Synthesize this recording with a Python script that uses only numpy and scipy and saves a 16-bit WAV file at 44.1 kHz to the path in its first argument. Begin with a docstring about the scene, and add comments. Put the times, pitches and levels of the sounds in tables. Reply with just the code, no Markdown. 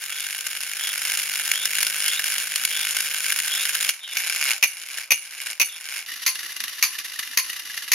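"""A battery toy dog with its fur taken off runs in a small room: a motor drives loose tin gears.
First it walks close by, with a steady hum, rattling teeth, a bent wheel that catches twice a turn
and a squeaking crank. Near 4 s the gearbox changes over, and a cam (an off-centre wheel) winds up
a springy lever that snaps back about twice a second. From about 6 s the toy is heard from farther
off, on its head side: the gears blur into bursts of clatter while the lever keeps snapping."""
import sys
import numpy as np
from scipy import signal
from scipy.fft import rfft, irfft, next_fast_len
from scipy.io import wavfile
from scipy.ndimage import uniform_filter1d

SR = 44100
rng = np.random.default_rng(int(sys.argv[2]) if len(sys.argv) > 2 else 0)


def to_wav(sig):
    """Store sig (one row per channel, or 1-D mono) as 16-bit WAV at the path in sys.argv[1].

    Samples outside -1..1 are clipped; the rate is SR.
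    """
    pcm = np.clip(np.atleast_2d(sig), -1, 1) * 32767
    pcm = np.round(pcm).astype(np.int16)
    wavfile.write(sys.argv[1], SR, pcm.T)  # frames by channels


N = 350154
TIME, FFT_SIZE = np.arange(N) / SR, next_fast_len(N, True)
SHIFT_S, FAR_S = 3.92, 6.06  # the gearbox changes over; the listener moves to the head side
PINION_TEETH, WHEEL_TEETH = 8, 27  # the pinion is the small gear on the motor shaft

# walking, then going slack at the change-over: (time [s], rattle level [dB], hum level [dB])
WALK_LEVELS = [(0, -34.5, -69.5), (.72, -32.5, -67.5), (1.1, -29, -62.5), (1.6, -30.5, -60.5),
               (1.85, -28, -59), (2.3, -27.5, -63.5), (2.48, -30.5, -62), (3.4, -28, -61.5),
               (3.88, -28.5, -60.5), (3.97, -45.5, -85), (4.03, -47.5, -93), (4.15, -34.5, -99)]
# the lever lands and bounces: (time [s], level [dB], bounce delay [s], bounce level [dB])
LEVER_SNAPS = [(4.6266, -9, .0101, -10), (5.1063, -12.5, .0122, -9), (5.5986, -11, 0.015, -9),
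               (6.2631, -11.5, 0.013, -15.5), (6.826, -10.5, .0098, -14), (7.3731, -10.5, 0.011, -17.5),
               (7.9179, -10, 0.015, -13)]
# how alike left and right sound, close up and from afar: (frequency [Hz], likeness [0-1])
NEAR_LIKENESS = [(100, 1), (800, 0.93), (1500, 1), (2300, 1), (2900, 0.96), (4500, 0.33), (7000, 0.48),
                 (10000, 0.72), (15000, 0.2)]
FAR_LIKENESS = [(100, 0.94), (800, 0.94), (1700, 1), (2300, 0.84), (4000, 0.69), (6000, 0.52),
                (10000, 0.38), (14000, 0)]
# the gearbox lies nearer to one side or the other: (frequency [Hz], left side's lead [radians])
NEAR_LEAD = [(2400, 0), (2900, .3), (3400, 1), (4200, .2), (5250, .8), (6800, -.7), (9200, -.9), (10800, 0),
             (12000, 1), (13000, 1.8), (15000, .4)]
# which side is louder from afar: (frequency [Hz], left minus right [dB])
FAR_BALANCE = [(1200, 1), (2000, 0.5), (4500, -0.5), (6300, 3), (8000, 3), (10200, -1.5), (13000, -1)]


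def amp(db):
    """Turns decibels into a factor to multiply by."""
    return 10 ** (np.asarray(db) / 20)


def unit(x):
    """Scales a signal to an average power of 1."""
    return x / np.sqrt(np.mean(x ** 2) + 1e-20)


def curve(rows):
    """Joins (time [s], value) rows by straight lines."""
    return np.interp(TIME, *np.transpose(rows))


def read(points, hz):
    """Reads between (frequency [Hz], value) points, giving each octave equal room."""
    f, value = np.transpose(points)
    return np.interp(np.log(hz + 1), np.log(f + 1), value)


def add(mix, s, sound):
    """Mixes a sound in, starting at s seconds."""
    part = mix[..., round(s * SR):][..., :sound.shape[-1]]
    part += sound[..., :part.shape[-1]]


def passes(turns):
    """True at each moment when a new turn begins."""
    return np.diff(np.floor(np.maximum.accumulate(turns)), prepend=np.floor(turns[0])) > 0


def wander(rate_hz):
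    """A smooth random wobble of typical size 1, changing up to about rate_hz."""
    f = np.fft.rfftfreq(FFT_SIZE, 1 / SR)
    f = f[f < 1500]
    real, imaginary = rng.standard_normal((2, len(f)))
    return unit(irfft((real + 1j * imaginary) * np.exp(-(f / rate_hz) ** 2), FFT_SIZE)[:N])


def stereo_noise(size, likeness=NEAR_LIKENESS):
    """An even hiss whose left and right are more alike at some frequencies than at others."""
    padded = next_fast_len(size, True)
    a, b = rfft(rng.standard_normal((2, padded)))
    same = np.clip(read(likeness, np.fft.rfftfreq(padded, 1 / SR)), 0, 1)
    mid, side = a * np.sqrt((1 + same) / 2), b * np.sqrt((1 - same) / 2)
    return irfft(np.array([mid + side, mid - side]), padded)[:, :size]


def colour(x, points, balance, resonances=(), size=4096):
    """Gives a sound its tone colour, its left-right balance and its ringing pitches."""
    hz = abs(np.fft.fftfreq(size, 1 / SR))
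    peaks = sum(abs(amp(db) ** 2 - 1) / (1 + (2 * (hz - f) / width) ** 2) for f, width, db in resonances)
    gain = unit(np.sqrt(1 + peaks) * amp(read(points, hz) + np.array([[.5], [-.5]]) * read(balance, hz)))
    taps = np.fft.ifft(np.exp(np.conj(signal.hilbert(np.log(gain))))).real  # rings only after a blow
    return signal.oaconvolve(x, taps[:, :size // 2], axes=1)[:, :N]


def out_of_step(x, lead):
    """Puts the left and right waves out of step, by a different amount at each frequency."""
    phase = read(lead, np.fft.rfftfreq(FFT_SIZE, 1 / SR))
    return irfft(rfft(x, FFT_SIZE) * np.exp(1j * np.array([[.5], [-.5]]) * phase), FFT_SIZE)[:, :N]


def room_air():
    """The faint, steady hiss of a quiet room."""
    # colour of the hiss: (frequency [Hz], relative level [dB])
    air_colour = [(20, -12.5), (100, -2), (300, 2), (1500, 18), (15000, -76)]
    return amp(-61) * colour(stereo_noise(N), air_colour, balance=[(100, 1)])


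def room_echo(x):
    """A small, soft room adds a short tail whose highest treble dies first."""
    # how long the echo lasts: (frequency [Hz], t60 or time to fade by 60 dB [s])
    fade_times = [(200, 0.14), (2000, 0.23), (8000, 0.34), (15000, 0.077)]
    hz, t, noise = signal.stft(rng.standard_normal((2, SR // 2)), SR, nperseg=256)
    fade = amp(-60 * t / read(fade_times, hz)[:, None]) * (t > .004)
    tail = signal.istft(noise * fade, SR, nperseg=256)[1]
    return signal.fftconvolve(x, tail / np.linalg.norm(tail[0]), axes=1)[:, :N]


def far_hum(cam, free_hz=335, sag_hz=85, level_db=-74):
    """From afar the motor murmurs, sagging as it winds the spring and racing after each snap."""
    hz = (free_hz - sag_hz * (cam % 1)) * (1 + 0.093 * wander(26.6))
    level = amp(level_db + 6.5 * wander(16.9))
    return level * np.sin(2 * np.pi * np.cumsum(hz) / SR) * (TIME > FAR_S)


def near_hum(turns, rotor_db=-2.3, poles_db=-1):
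    """The motor's unbalanced rotor hums; its three magnet poles add a rough tone three times as high."""
    rough = .7 + .7 * (wander(40) + 1j * wander(40))
    poles = (rough * np.exp(2j * np.pi * 3 * turns)).real
    level = amp(curve([(s, db) for s, _, db in WALK_LEVELS]))
    return level * (amp(rotor_db) * np.sin(2 * np.pi * turns) + amp(poles_db) * poles)


def pinion_whine(turns, strain, load_db):
    """The straining pinion whines faintly as its teeth meet, falling in pitch as the motor slows."""
    level = amp(load_db - 27) * strain * (1 + .5 * wander(90))
    return level * np.sin(2 * np.pi * PINION_TEETH * turns)


def crank_squeaks(waver=0.013):
    """The dry crank pin sticks and slips: a scraping, gliding squeak that comes in spurts."""
    # squeaks: (time [s], length [s], first pitch [Hz], last pitch [Hz], relative level [dB])
    squeaks = [(0.087, 0.19, 3310, 3670, -36.5), (0.777, .16, 3200, 3450, -31),
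               (1.521, 0.16, 3080, 3680, -30), (2.046, 0.16, 2960, 3760, -28.5),
               (2.69, 0.18, 3220, 3700, -30.5), (3.484, 0.17, 3190, 3810, -28),
               (3.988, 0.23, 3640, 3500, -37.5), (4.023, 0.11, 3170, 2870, -36),
               (5.68, 0.116, 3600, 3400, -39)]
    tones, drift = np.zeros(N, complex), 1 + waver * wander(64)
    for s, length, first_hz, last_hz, db in squeaks:
        glide = np.linspace(first_hz, last_hz, round(length * SR))
        hz = glide * drift[round(s * SR):][:len(glide)]
        swell = amp(db + 2) * signal.windows.tukey(len(hz), .4)
        add(tones, s, swell * np.exp(2j * np.pi * np.cumsum(hz) / SR))
    grip = .6 + .55 * (wander(340) + 1j * wander(340))
    spurts = amp(2.2 * wander(50) - 1.6)
    return out_of_step((tones * grip * spurts).real, NEAR_LEAD)


def landings(rows, first_t60, bounce_t60):
    """Splits each snap into two blows: (time [s], level [dB], fade time [s])."""
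    return [blow for s, db, delay, bounce_db in rows
            for blow in ((s, db, first_t60), (s + delay, bounce_db, bounce_t60))]


def snaps(blows, points, modes, balance, likeness, ring_db):
    """Metal chatters against its stop, then the loose parts ring on with a buzz."""
    chatter, rings, t = np.zeros((2, N)), np.zeros((2, N)), np.arange(SR // 2) / SR
    for s, db, t60 in blows:
        add(chatter, s, amp(db - 60 * t / t60) * stereo_noise(len(t), likeness))
        for hz, mode_db, mode_t60 in modes:
            # short waves reach left and right out of step
            phase = 2 * np.pi * rng.random() + rng.standard_normal((2, 1)) * hz / 9000
            hz = hz * (1 + .002 * rng.standard_normal())
            fade = amp(db + ring_db + mode_db - 60 * t / mode_t60)
            add(rings, s, fade * np.sin(2 * np.pi * hz * t + phase))
    buzz = .85 + .45 * wander(260)
    return colour(chatter, points, balance) + rings * buzz


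def far_snaps():
    """The lever snaps back, heard from the head side."""
    # colour of a snap there: (frequency [Hz], relative level [dB])
    head_colour = [(60, -38), (300, -29), (750, -26), (1080, -6), (1500, -11), (1900, 1), (2500, 3),
                   (3500, -9.5), (4500, 1), (5200, -1.5), (6300, 3), (7600, -12.5), (10200, -6.5),
                   (12600, 0), (15500, -15)]
    # tones that ring on: (pitch [Hz], relative level [dB], fade time [s])
    head_tones = [(1042, -18, 0.32), (1815.5, 1, 0.057), (2370, -5, 0.12), (4420, -1, 0.18),
                  (4680, -6, 0.18), (4900, -12, .15), (6160, -8, 0.082), (6600, 3.5, 0.06),
                  (10098, -1, 0.18), (10100, 1, 0.3), (11000, -15, 0.17), (12200, -11, 0.18),
                  (12710, -8, 0.19)]
    blows = landings([row for row in LEVER_SNAPS if row[0] > FAR_S], first_t60=0.071, bounce_t60=0.12)
    return snaps(blows, head_colour, head_tones, FAR_BALANCE, FAR_LIKENESS, ring_db=-12)


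def near_snaps():
    """Close up, the change-over latch drops in; then the lever starts snapping back."""
    # clicks of the latch: (time [s], level [dB])
    latches = [(3.8913, -19), (4.1699, -14)]
    # colour of a snap beside the lever: (frequency [Hz], relative level [dB])
    lever_colour = [(60, -37), (250, -30), (550, -23.5), (1600, -20), (2100, -7.5), (2430, 1), (3100, -14),
                    (3700, -15.5), (5200, -15), (6200, -9), (7500, -27), (10700, -17), (13000, -18),
                    (15500, -25)]
    # tones that ring on: (pitch [Hz], relative level [dB], fade time [s])
    lever_tones = [(2286, -6.5, 0.22), (2493, -4, 0.094), (2826, -9, 0.27), (4460, -12, 0.17),
                   (5980, -10, 0.15), (6250, -3.5, 0.14), (5980, 0, 0.11), (6560, -7, 0.19),
                   (7650, -19, 0.26), (10070, -5.5, 0.21), (10620, -8.5, 0.48), (11470, -2, 0.12),
                   (12500, -13, 0.24), (13000, -6, 0.22), (13700, -20, 0.22)]
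    # the loud close snaps overload the recorder, so left and right sound less alike, even in the bass:
    # (frequency [Hz], likeness [0-1])
    likeness = [(100, 0.4), (1200, 0.56), (2400, 0.7), (4000, 0.07), (15000, 0.8)]
    balance = [(2400, -0.6), (6200, 1), (11000, -0.8)]  # (frequency [Hz], left minus right [dB])
    blows = [(s, db, .029) for s, db in latches]
    blows += landings([row for row in LEVER_SNAPS if row[0] < FAR_S], first_t60=0.069, bounce_t60=0.067)
    return snaps(blows, lever_colour, lever_tones, balance, likeness, ring_db=-9.5)


def tin_frame(blows, likeness, crack_t60, ring_t60, ring_db, spots=40, size=2048):
    """Each blow lands on one of several spots of the tin frame: a crack and a short, dense ring."""
    t, out = np.arange(size) / SR, np.zeros((2, N + size))
    fade = amp(-60 * t / crack_t60) + amp(ring_db - 60 * t / ring_t60)
    rings = [unit(stereo_noise(size, likeness) * fade) / np.sqrt(size) for _ in range(spots)]
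    spot = rng.integers(0, spots, N)
    for at in np.flatnonzero(blows):
        out[:, at:at + size] += blows[at] * rings[spot[at]]
    return out[:, :N]


def tooth_ticks(turns, spread_db, wheel_db, wobble_db, uneven_db, tight_at=0.94, lead_turns=0.2):
    """The pinion ticks on a bent wheel that runs tight once a turn and wobbles three times as fast."""
    angle = 2 * np.pi * (turns * PINION_TEETH / WHEEL_TEETH - tight_at + 0.022 * wander(40))
    teeth_meet = passes(PINION_TEETH * turns + .3 * wander(600))
    tightness = np.cos(angle + 2 * np.pi * lead_turns)
    press_db = wheel_db * tightness + wobble_db * np.cos(3 * angle) + uneven_db * wander(37)
    blows = teeth_meet * amp(press_db + spread_db * np.minimum(rng.standard_normal(N), 2))
    return blows / np.sqrt(uniform_filter1d(blows ** 2, size=2600) + 1e-9)  # evens out slow swells


def link_knocks(wheel, load, spread_db=4, jitter_turns=.024, bounce_s=.003, bounce_db=-4):
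    """The wheel jolts the loose links as it catches; now and then one lands hard. Each bounces once."""
    # where the bent wheel catches: (place in the turn [0-1], level over the rattle [dB])
    catches = [(.935, 27), (.59, 20.5)]
    # the hardest knocks on the frame: (time [s], level [dB])
    hard_knocks = [(0.102, -10), (0.4671, 1), (0.8718, 1.5), (0.9778, -6), (1.0515, 2), (1.1733, 2.5),
                   (1.5155, 10), (1.6553, 5), (1.7851, 5.5), (1.8058, 2.5), (1.8287, 7.5), (1.8672, 3),
                   (2.081, 7.5), (2.382, 4), (2.5588, 7.5), (2.6509, 9), (2.9686, 4), (3.005, 4),
                   (3.3223, 5.5), (3.389, 5), (3.6538, 5), (3.7517, 6), (3.8272, 2.5), (3.8472, 3),
                   (3.8914, 9), (4.17, -1.5), (4.2979, 4)]
    knocks, bounces = np.zeros(N), np.zeros(N)
    for place, db in catches:
        force = amp(db + spread_db * np.minimum(rng.standard_normal(N), 1.3))
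        knocks += load * force * passes(wheel - place + jitter_turns * wander(40))
    for s, db in hard_knocks:
        add(knocks, s, amp([db]))
    delay_s = bounce_s * (.5 + rng.random(N))
    for at in np.flatnonzero(knocks):
        add(bounces, at / SR + delay_s[at], knocks[at] * amp([bounce_db]))
    return knocks + bounces


def far_gears(turns, cam, rise_s=0.0039, knock_hz=1800, knock_db=-13, knock_rise_s=0.0035):
    """From the head side the ticks blur into bursts of clatter, each with a hollow shell knock."""
    # the gears take up their slack: (place in the cam's turn [0-1], relative level [dB])
    clatter = [(.17, -24.5), (.23, -19), (.287, -21), (0.342, -24.5), (.395, -23.5), (0.461, -30),
               (0.536, -29), (.604, -18.5), (.669, -19.5), (0.73, -19), (.813, -23), (0.92, -20.5)]
    # colour of the gear noise from afar: (frequency [Hz], relative level [dB])
    far_colour = [(25, -50), (70, -29), (190, -33), (420, -32.5), (800, -22.5), (1400, -9.5), (1850, -6),
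                  (2300, -9), (3300, -7), (5600, -4), (7500, -11.5), (10000, -6.5), (12000, -4.5),
                  (15500, -27)]
    # where the head shell rings: (pitch [Hz], width [Hz], boost [dB])
    shell = [(283, 58, 13.7), (463, 30, 11.5), (1160, 17, 8.7), (1870, 370, 1.4), (2006, 76, 8.2),
             (2430, 80, 3.7), (2840, 190, 7.1), (3710, 150, 4.8), (4650, 67, 1.3)]
    press, knocks, t = amp(-37) * (TIME > FAR_S), np.zeros(N), np.arange(SR // 12) / SR
    burst_shape = t / rise_s * np.exp(1 - t / rise_s)
    knock_shape = t / knock_rise_s * np.exp(1 - t / knock_rise_s)
    for place, usual_db in clatter:
        for s in TIME[passes(cam - place + 0.00502 * wander(5)) & (TIME > FAR_S)]:
            db = usual_db + 0.5 * rng.standard_normal()
            add(press, s, amp(db - 10) * burst_shape)
            detune, phase = rng.random(2)
            tone = np.sin(2 * np.pi * (knock_hz * (1 + 0.12 * (detune - .5)) * t + phase))
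            add(knocks, s, amp(db + knock_db) * knock_shape * tone)
    blows = press * tooth_ticks(turns, spread_db=3.5, wheel_db=3, wobble_db=0.5, uneven_db=3)
    rattle = tin_frame(blows, FAR_LIKENESS, crack_t60=0.0069, ring_t60=0.099, ring_db=-18.5, spots=12)
    return knocks + colour(rattle, far_colour, FAR_BALANCE, shell)


def near_gears(turns, load_db, steps_per_wheel_turn=.0645, step_db=0.58, shaft_tick_db=21.5):
    """Close up, teeth tick, loose links knock and sliding metal hisses."""
    # gear noise while walking and after the change-over: (frequency [Hz], relative level [dB])
    walk_colour = [(90, -34.5), (350, -27.5), (550, -21), (1100, -17.5), (1500, -9.5), (2000, -7),
                   (3300, -3.5), (4300, -6.5), (7300, -8.5), (9500, -2), (10600, -0.5), (13500, -8),
                   (15500, -15.5)]
    cam_colour = [(90, -40.5), (350, -29.5), (600, -23.5), (1150, -21), (1600, -14.5), (2300, -7.5),
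                  (3300, -10), (3900, -10), (5300, -11), (7000, -14.5), (10500, -7), (13000, -13.5),
                  (15500, -26)]
    # where the gearbox plates ring: (pitch [Hz], width [Hz], boost [dB])
    plates = [(1560, 220, 10.5), (2208, 360, 8.5), (2820, 180, 7.5), (3360, 250, 2), (5340, 410, 7),
              (6927, 410, 9), (8770, 83, 6.5)]
    # which side is louder: (frequency [Hz], left minus right [dB])
    balance = [(2000, -1), (2750, -2), (3500, -1), (4400, 5), (5350, -3), (6900, 9), (8500, -14),
               (9400, 9.5), (10700, -3.5), (11800, -4), (13000, 1.5)]
    wheel, walking = turns * PINION_TEETH / WHEEL_TEETH, TIME < SHIFT_S
    steps = np.cos(2 * np.pi * (steps_per_wheel_turn * wheel + .32))  # each step leans on the gears
    load = amp(load_db + step_db * steps * walking) * (TIME < FAR_S)
    ticks = tooth_ticks(turns, spread_db=6.5, wheel_db=2.2, wobble_db=3.5, uneven_db=3.5)
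    blows = amp(0.5) * load * ticks + link_knocks(wheel, load * walking)
    shaft_force = amp(shaft_tick_db + 6.4 * np.minimum(rng.standard_normal(N), 1.5))
    blows += load * ~walking * passes(turns) * shaft_force  # winding adds one hard tick a turn
    rattle = tin_frame(blows, NEAR_LIKENESS, crack_t60=0.0051, ring_t60=0.033, ring_db=-10)
    rattle += amp(-10.5) * load * stereo_noise(N)
    walk_rattle = colour(rattle * walking, walk_colour, balance, plates)
    cam_rattle = colour(rattle * ~walking, cam_colour, balance, plates)
    return out_of_step(walk_rattle + cam_rattle, NEAR_LEAD)


def winding(stall_s=.11, steepness=2.5, stall_db_per_s=213):
    """Spring strain and rattle level [dB]: both grow to a crest, then the motor almost stalls."""
    # the cam winds the spring: (start [s], release [s], first rattle [dB], rattle at the crest [dB])
    winds = [(4.151, 4.629, -31, -24), (4.627, 5.107, -42.5, -30), (5.108, 5.601, -44, -30),
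             (5.599, 6.09, -44, -29.5)]
    strain, load_db = np.zeros(N), curve([(s, db) for s, db, _ in WALK_LEVELS])
    for start, release, first_db, crest_db in winds:
        begun, crest = TIME >= start, release - stall_s
        progress = np.clip(TIME - start, 0, release - start) / (crest - start)  # passes 1 at the crest
        strain = np.where(begun, progress ** steepness, strain)
        rising_db = first_db + (crest_db - first_db) * np.minimum(strain, 1)
        stall_db = stall_db_per_s * np.clip(TIME - crest, 0, stall_s)
        load_db = np.where(begun, rising_db - stall_db, load_db)
    return strain * (TIME < FAR_S), load_db


def cam_turns(turn_s=.55):
    """Counts the cam's turns while on the head side: a whole number at every snap."""
    releases = [row[0] for row in LEVER_SNAPS if row[0] > FAR_S]
    releases = [releases[0] - turn_s, *releases, releases[-1] + turn_s]
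    return np.interp(TIME, releases, np.arange(len(releases)))


def scene(sag_hz=59.93):
    """One motor shaft drives the gears; close up, it slows as the spring is wound."""
    # the motor shaft while walking: (time [s], speed [turns per s])
    speed = [(0.0, 160.2), (0.15, 165.4), (0.85, 165.8), (1.15, 170.7), (1.45, 167.8), (1.78, 175.4),
             (2.02, 174.5), (2.2, 166.7), (2.38, 169.7), (2.6, 174.0), (3.2, 170.7), (3.9, 175.9)]
    strain, load_db = winding()
    cam = cam_turns()
    turns = np.cumsum(curve(speed) - sag_hz * strain) / SR + .03 * wander(12)
    near = near_gears(turns, load_db) + pinion_whine(turns, strain, load_db)
    near += near_hum(turns) + crank_squeaks() + near_snaps()
    far = far_gears(turns, cam) + far_hum(cam) + far_snaps()
    return room_air() + near + far + amp(-16.5) * room_echo(near) + amp(-12.5) * room_echo(far)


def record(dry, notch_hz=8220, notch_q=9.26, top_hz=15850):
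    """The microphone has a deep dip in the treble; peaks are clipped and the highest treble is cut."""
    notch = signal.iirnotch(notch_hz, notch_q, SR)
    notched = signal.lfilter(*notch, signal.lfilter(*notch, dry))
    treble_cut = signal.firwin(511, top_hz, window=("kaiser", 9), fs=SR)
    return signal.oaconvolve(np.clip(notched, -1, 1), treble_cut[None], "same")


dry = scene()
out = record(dry)
to_wav(out)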